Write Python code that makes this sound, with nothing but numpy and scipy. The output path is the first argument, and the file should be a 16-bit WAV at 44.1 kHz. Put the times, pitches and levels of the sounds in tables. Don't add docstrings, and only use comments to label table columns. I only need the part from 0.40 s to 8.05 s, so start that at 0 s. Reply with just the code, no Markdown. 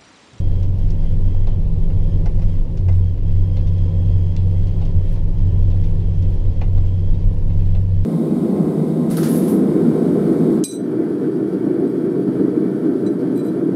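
import sys
import numpy as np
from scipy import signal
from scipy.io import wavfile
from scipy.ndimage import uniform_filter1d

SR = 44100
rng = np.random.default_rng(int(sys.argv[2]) if len(sys.argv) > 2 else 0)


def digitize_waveform(pressure):
    field = np.atleast_2d(pressure).T
    bounded = np.clip(field, -1, 1)
    quanta = np.round(bounded * 32767).astype(np.int16)
    wavfile.write(sys.argv[1], SR, quanta)


def decibels_to_gain(level_db):
    exponent = np.asarray(level_db, float) / 20
    return 10 ** exponent


N = 337365


def evened(x):
    return x / np.sqrt(np.mean(x ** 2) + 1e-20)


def along(rows):
    s, *columns = np.transpose(rows)
    return [np.interp(np.arange(N) / SR, s, column) for column in columns]


def changes(rows):
    t = np.arange(N) / SR
    return sum(np.interp(t, [start_s - onset_s, start_s, start_s + recovery_s], [0, change_db, 0])
               for start_s, change_db, onset_s, recovery_s in rows)


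def wander(size):
    return evened(uniform_filter1d(rng.standard_normal(N), size))


def band(x, lo_hz, hi_hz):
    return signal.sosfilt(signal.butter(2, [lo_hz, hi_hz], "band", fs=SR, output="sos"), x)


def resonate(x, hz, width_hz):
    turn = np.exp(2j * np.pi * hz * np.arange(len(x)) / SR)
    pole = np.exp(-np.pi * width_hz / SR)
    smoothed = signal.lfilter([(1 - pole) ** 2], [1, -2 * pole, pole ** 2], x / turn)
    return 2 * (turn * smoothed).real


def rung(x, modes, detune=1):
    return sum(decibels_to_gain(db) * evened(resonate(x, hz * detune, width_hz)) for hz, width_hz, db in modes)


def noise(spectrum, size, patchy_db, flicker_db):
    frames, hz = 4 * N // size + 6, np.fft.rfftfreq(size, 1 / SR)
    real, imag, patches = rng.standard_normal((frames, len(hz), 3)).T
    patches = uniform_filter1d(patches, size=9, axis=0)
    patches = evened(uniform_filter1d(patches, size=8, axis=1))
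    flicker = evened(uniform_filter1d(rng.standard_normal(frames), size=3))
    f, db = np.transpose(spectrum)
    shape_db = np.interp(np.log(hz + 1), np.log(f + 1), db, left=-120, right=-120)
    level_db = shape_db[:, None] + patchy_db * patches + flicker_db * flicker
    z = (real + 1j * imag) * decibels_to_gain(level_db)
    return evened(signal.istft(z, nperseg=size, noverlap=3 * size // 4)[1][:N])


def body_tone(hz, db):
    phase = 2 * np.pi * (np.cumsum(hz * np.ones(N)) / SR + rng.random())
    return np.sqrt(2) * decibels_to_gain(db) * np.cos(phase), phase


def floor_drone():
    # start_s, pitch_hz, level_db
    drone_curve = [(0.0, 90.6, -19.5), (0.3, 92.4, -19.5), (0.64, 92.64, -24.5), (1.04, 92.9, -18.5),
                   (2.11, 91.7, -21.5), (2.28, 95.04, -31.5), (2.43, 91.3, -20), (2.47, 90.7, -12),
                   (2.8, 92.1, -19), (3.75, 92.2, -15.5), (4.37, 92.1, -17.5), (4.52, 89.3, -24),
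                   (4.57, 90, -11), (4.67, 92.3, -26.5), (5.05, 92.2, -16.5), (6.4, 92.04, -17),
                   (7.11, 93.16, -17), (7.65, 93.4, -16.5)]
    # start_s, change_db, onset_s, recovery_s
    drone_slips = [(1.11, -17, .06, 0.072), (1.3, -14, .13, .08), (1.43, -11.5, .05, .1),
                   (2.81, -6, 0.17, 0.0089), (3.0, 4, 0.031, .07), (3.96, -9.5, 0.091, .04),
                   (4.01, 2, .02, 0.23), (4.36, -3, 0.06, 0.045), (4.92, -3.5, 0.019, 0.073),
                   (5.45, -7, 0.052, 0.37), (6.01, -8.5, .13, .04), (6.14, -9, 0.073, 0.15),
                   (6.71, -17, 0.045, .15), (6.97, -10.5, .1, 0.017), (7.03, -8, .04, .08)]
    pitch_hz, level_db = along(drone_curve)
    return body_tone(pitch_hz, level_db + changes(drone_slips))


def wall_hum():
    # start_s, change_db, onset_s, recovery_s
    hum_lapses = [
        (0.15, -6, 0.26, 0.45),
        (0.95, -9, 0.19, 0.33),
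        (2.4, -4, 0.51, .5),
        (2.75, -15.5, 0.079, 0.11),
        (3.17, 0, 0.19, 0.051),
        (4.62, -20, .02, 0.05),
        (4.66, -2.5, 0.023, 0.35),
        (6.03, -8.5, .15, 0.26),
        (6.5, -7, .35, 0.094),
        (7.03, -6.5, .08, .08),
    ]
    return body_tone(162.14 + 0.41 * wander(size=8000), -28.5 + changes(hum_lapses))[0]


def body_sway():
    # start_s, change_db, onset_s, recovery_s
    sway_lulls = [(0.0, -7.5, .02, 0.073), (0.35, -12.5, 0.1, .04), (1.7, -5, .04, .12),
                  (2.45, -16, .15, 0.054), (2.67, -12.5, .1, 0.21), (3.11, -15.5, .07, 0.14),
                  (3.7, -10, 0.7, .5), (4.33, -9, .09, 0.27), (5.03, -9, 0.19, 0.29), (5.6, -15, .05, 0.16),
                  (5.78, -11.5, 0.11, 0.15), (6.14, -3.5, .2, 0.34), (6.52, -8.5, .06, .2),
                  (6.78, -5.5, .05, .08), (7.48, -21, 0.064, 0.11)]
    return body_tone(21.05 + 1.5 * wander(size=5000), -15 + changes(sway_lulls))[0]


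def track_db():
    # start_s, level_db
    track_curve = [(0.0, -39), (1.09, -40), (1.89, -38), (2.24, -41), (2.83, -42.5), (2.96, -40),
                   (3.58, -39), (3.86, -40), (4.47, -39), (4.67, -39), (6.99, -39.5), (7.65, -41.5)]
    db = along(track_curve)[0]
    return db - db.mean()


def axle_and_coach_rings():
    # pitch_hz, width_hz, level_db
    axle_modes = [(10.9, 2.5, -33), (32.2, 5.4, -27.5), (51.04, 3.6, -37), (101.75, 1, -36),
                  (117.35, 8.2, -44), (146, 4.1, -48.5), (477.3, 2.7, -53)]
    # pitch_hz, width_hz, level_db
    coach_modes = [(181.4, 8, -43), (283.4, 17, -47.5), (363.8, 14, -50), (397.7, 21, -53),
                   (530.6, 90, -51), (721, 38, -66.5), (903, 20, -63.5), (1004, 65, -63.5)]
    track_share = 0.45
    return decibels_to_gain(track_share * track_db()) * rung(rng.standard_normal(N), axle_modes + coach_modes)


def rolling_roar():
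    # pitch_hz, density_db_per_hz
    roar_spectrum = [(3, -45), (12, -8.5), (25, -3), (42, -4), (62, -19), (88, -10.5), (115, -15.5),
                     (152, -20), (175, -25), (230, -29), (520, -36.5), (720, -46.5), (1050, -52.5),
                     (1400, -64.5)]
    level_db, track_share = -19.5, 0.9
    roar = noise(roar_spectrum, size=8192, patchy_db=-0.64, flicker_db=0.5)
    return decibels_to_gain(level_db + track_share * track_db()) * roar


def contact_level():
    # start_s, end_s, level_db
    buzz_spells = [(0.0, 0.25, -61.5), (0.398, 0.509, -61), (0.572, 0.738, -65), (0.851, 1.158, -64),
                   (1.415, 1.464, -63), (1.553, 1.797, -66), (2.037, 2.176, -66), (2.599, 2.728, -65.5),
                   (2.844, 3.348, -64.5), (3.347, 3.907, -62), (3.903, 4.53, -65), (4.593, 4.819, -66.5),
                   (4.953, 5.509, -66.5), (5.54, 6.232, -68), (6.349, 6.851, -66), (7.127, 7.386, -70.5),
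                   (7.519, 7.7, -69)]
    edge_s, rest_db = 0.05, -84
    t = np.arange(N) / SR
    gain = decibels_to_gain(rest_db)
    for start_s, end_s, level_db in buzz_spells:
        inside_s = np.minimum(t - start_s, end_s - t)
        gain = gain + decibels_to_gain(level_db) * np.clip(inside_s / edge_s + 0.5, 0, 1)
    return gain


def fizz_bursts_db():
    # start_s, change_db, onset_s, recovery_s
    fizz_bursts = [(0.0, 22, .01, 0.015), (0.21, 2.8, .15, .1), (0.4, 3.7, .04, 0.053), (0.72, 3.3, .1, .3),
                   (2.11, 2.82, 0.32, 0.16), (2.555, 6.7, .05, .06), (4.2, 2.79, .15, .25),
                   (4.74, 7, 0.16, 0.051), (5.47, 3.9, .2, 0.09), (5.94, 6.1, .06, 0.035),
                   (6.47, 5, 0.035, .03), (7.27, 4, 0.14, .05), (7.39, 4, 0.098, .08),
                   (7.65, 13.7, .02, .01)]
    return changes(fizz_bursts)


def seal_hiss():
    # pitch_hz, density_db_per_hz
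    hiss_spectrum = [(760, -28.5), (1300, -6), (1470, -2.5), (1750, 1), (1900, -0.5), (2900, 0),
                     (3170, -1.5), (3490, -3), (4980, -6), (6150, -11), (9000, -23.5), (11700, -47.5),
                     (19800, -120)]
    level_db, track_share, loose_db, burst_share = -58.5, 0.43, 1.5, 0.41
    loose = uniform_filter1d(np.sqrt(contact_level()), size=4000)
    hiss_db = level_db + track_share * track_db()
    hiss_db = hiss_db + loose_db * (loose / loose.mean() - 1)
    hiss_db = hiss_db + burst_share * np.minimum(fizz_bursts_db(), 8)
    return decibels_to_gain(hiss_db) * noise(hiss_spectrum, size=512, patchy_db=1.25, flicker_db=0.55)


def trim_buzz(phase):
    # pitch_hz, width_hz, level_db
    trim_modes = [(3190, 40, -9), (3065, 22, -8), (2035, 30, -8), (4888, 30, -16), (6550, 120, -16),
                  (5000, 300, -11)]
    strip_pitches = (3222, 3266)
    strip_wander_hz, contact_phase_rad = 18, 1.2
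    shifted = phase - contact_phase_rad
    cycle = (shifted // (2 * np.pi)).astype(int)
    strength = decibels_to_gain(3.4 * rng.standard_normal(N // 100))[cycle]
    contact = 0.043 + strength * np.exp(3.4 * (np.cos(shifted - np.pi) - 1))
    pair = sum(np.cos(2 * np.pi * np.cumsum(hz + strip_wander_hz * wander(size=1400)) / SR)
               for hz in strip_pitches)
    strips = evened((1.2 + uniform_filter1d(contact, size=300)) * pair)
    return contact_level() * (strips + rung(contact * rng.standard_normal(N), trim_modes))


def motor_whine():
    # start_s, change_db, onset_s, recovery_s
    whine_swells = [
        (0.17, 8.9, .2, 0.14),
        (1.02, 3.4, 0.42, .2),
        (1.87, 9.1, 0.49, .25),
        (2.51, 8.66, .15, .15),
        (2.9, 6.4, .2, .17),
        (3.7, 4.09, 0.35, .2),
        (5.1, 10, 1.1, 1),
        (6.22, 7.3, 0.099, .2),
        (7.6, 8.8, 1.225, .3),
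    ]
    pitch_hz, level_db = 1786, -75
    turns = np.cumsum(pitch_hz + 1.5 * wander(size=4000)) / SR
    return decibels_to_gain(level_db + changes(whine_swells) + 1.4 * wander(size=2500)) * np.cos(2 * np.pi * turns)


def treble_gate(x):
    from_hz, to_hz, full_depth = 9000, 14000, 1.3
    hz, _, z = signal.stft(x, SR, nperseg=256, noverlap=192)
    power = uniform_filter1d(abs(z) ** 2, size=5, axis=0)
    power = uniform_filter1d(power, size=6, axis=1)
    level_db = 10 * np.log10(power + 1e-20)
    under_db = np.clip(level_db - np.median(level_db, axis=1, keepdims=True), -14, 0)
    depth = full_depth * np.clip((hz - from_hz) / (to_hz - from_hz), 0, 1)
    return signal.istft(z * decibels_to_gain(depth[:, None] * under_db), SR, nperseg=256, noverlap=192)[1][:N]


def microphone_fizz(pressure):
    # pitch_hz, density_db_per_hz
    fizz_spectrum = [(5000, -7.5), (8000, -2), (10000, -1.5), (12500, -4), (14800, -3.5), (15300, -12)]
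    level_db, track_share = -71, 0.6
    strain = evened(0.6 + uniform_filter1d(abs(pressure), size=100))
    fizz = treble_gate(strain * noise(fizz_spectrum, size=256, patchy_db=1.6, flicker_db=1.0))
    return decibels_to_gain(level_db + track_share * track_db() + fizz_bursts_db()) * fizz


def clock_gain():
    image_levels = [-72, -73, -77, -79]
    clock_hz = 3900
    turns = clock_hz * np.arange(N) / SR
    return sum(2 * decibels_to_gain(db) * np.cos(2 * np.pi * harmonic * turns)
               for harmonic, db in enumerate(image_levels, 1))


def ticks():
    ticks_per_s, level_db, t60_s = 120, -79.5, 0.03
    busy = decibels_to_gain(3.0 * wander(size=6000) + 1.6 * np.minimum(fizz_bursts_db(), 8))
    sizes = decibels_to_gain(2.5 * np.minimum(rng.exponential(1, N), 3))
    sizes = sizes * (rng.random(N) < busy * ticks_per_s / SR)
    t = np.arange(1500) / SR
    creaks = rng.standard_normal(N) * signal.oaconvolve(sizes, decibels_to_gain(-60 * t / t60_s))[:N]
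    return decibels_to_gain(level_db) * evened(band(creaks, 4000, 12000))


def knocks():
    # pitch_hz, width_hz, level_db
    panel_modes = [(2087, 140, -2), (2360, 790, -1), (1780, 870, -4)]
    # pitch_hz, width_hz, level_db
    frame_modes = [(2830, 580, 0.084), (3640, 190, -0.15), (4180, 570, -1.5)]
    # start_s, panel_peak_db, thud_db, frame_db, treble_db
    heavy_knocks = [(0.2284, -51, 11, 6, 0.5), (0.9428, -55.5, 21.5, -12, -19),
                    (1.0705, -45, 16.5, 3.5, -6), (1.5, -43.5, 10, -7, -23), (1.858, -33.5, 8, -12, -11.5),
                    (1.991, -47.5, 11, -9, -5.5), (2.0188, -42.5, 9, -1, -10),
                    (2.4842, -35.5, 9.5, -13, -13.5), (3.1666, -42, 8, 2.5, -8),
                    (4.4135, -47, 16.5, 7.5, -9.5), (4.4506, -50.5, 7.5, 4.5, 1.5),
                    (4.7584, -46.5, 10, -5, -9.5), (6.2131, -30.5, 6.5, -8, -20),
                    (6.3734, -51.5, 20, 6.5, -8), (7.0991, -44, 2.5, -3, -18),
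                    (7.3486, -42.5, 10.5, 1, -16)]
    # start_s, panel_peak_db, frame_db, treble_db
    light_knocks = [(0.3894, -58, 0, -3), (0.5034, -59.5, -6, 13.5), (0.6285, -45, -8, -14),
                    (2.373, -44, -2, -5), (2.523, -48.5, -2, -5.5), (2.7764, -49.5, -8, -13),
                    (3.2714, -51, 6, 0.5), (3.3797, -49, 1.5, -6.5), (3.9644, -49, 11.5, -1.5),
                    (4.2694, -48, 3, -4.5), (5.3094, -53.5, 9, -1.5), (5.437, -45, 1.5, -7),
                    (5.5994, -49, 1, -19), (5.8234, -47.5, 1, -3.5), (6.7396, -55, 7, -6),
                    (7.194, -52, 0, -9), (7.257, -54, 4, -5.5)]
    heavy_t60_s, light_t60_s, light_thud_db = 0.14, 0.17, 3
    blows = [(*row, heavy_t60_s) for row in heavy_knocks]
    blows += [(start_s, peak_db, light_thud_db, frame_db, treble_db, light_t60_s)
              for start_s, peak_db, frame_db, treble_db in light_knocks]
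    out, t = np.zeros(N + SR), np.arange(SR // 6) / SR
    for start_s, peak_db, thud_db, frame_db, treble_db, t60_s in blows:
        burst, detune = rng.standard_normal((4, len(t))), rng.uniform(0.96, 1.03)
        panel = evened(rung(burst[0], panel_modes, detune))
        frame = decibels_to_gain(frame_db) * evened(rung(burst[1], frame_modes, detune))
        thud = decibels_to_gain(thud_db + 4.0) * evened(band(burst[2], 420, 840)) * (1 - np.exp(-t / 0.0042))
        edge = decibels_to_gain(treble_db + 4.0 - 15 * t / t60_s) * evened(resonate(burst[3], 5300, 2600))
        crack = 1 + 1.3 * np.exp(-t / 0.005)
        decay = decibels_to_gain(peak_db - 13.5 - 60 * np.maximum(t - 0.008, 0) / t60_s)
        shape = (1 - np.exp(-t / 0.001)) * crack * decay
        at = round((start_s - 0.0008) * SR)
        out[at:at + len(t)] += shape * (panel + frame + thud + edge)
    return out[:N]


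def snaps():
    # start_s, peak_db
    snap_peaks = [
        (0.2315, -38),
        (0.5053, -39),
        (2.3726, -44),
        (3.965, -27),
        (5.3018, -42),
        (5.824, -46),
    ]
    out = np.zeros(N)
    impulse = band(band(signal.unit_impulse(300), 2300, 6350), 2000, 7200)
    for start_s, peak_db in snap_peaks:
        at = round((start_s + 0.0008) * SR)
        out[at:at + 300] += decibels_to_gain(peak_db + 15.5) * impulse
    return out


def scene():
    drone, phase = floor_drone()
    tones = drone + wall_hum() + body_sway() + axle_and_coach_rings() + motor_whine()
    washes = rolling_roar() + seal_hiss()
    fittings = trim_buzz(phase) + ticks() + knocks() + snaps()
    return (tones + washes + fittings)[None]


def low_pass(x):
    return signal.sosfilt(signal.butter(12, 15690, fs=SR, output="sos"), x)


def record(dry):
    knee = 0.72
    limited = dry / (1 + (abs(dry) / knee) ** 6) ** (1 / 6)
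    heard = limited * (1 + clock_gain()) + microphone_fizz(limited[0])
    ends = signal.windows.tukey(N, 0.0016)
    return low_pass(heard * ends)


dry = scene()
out = record(dry)
digitize_waveform(out)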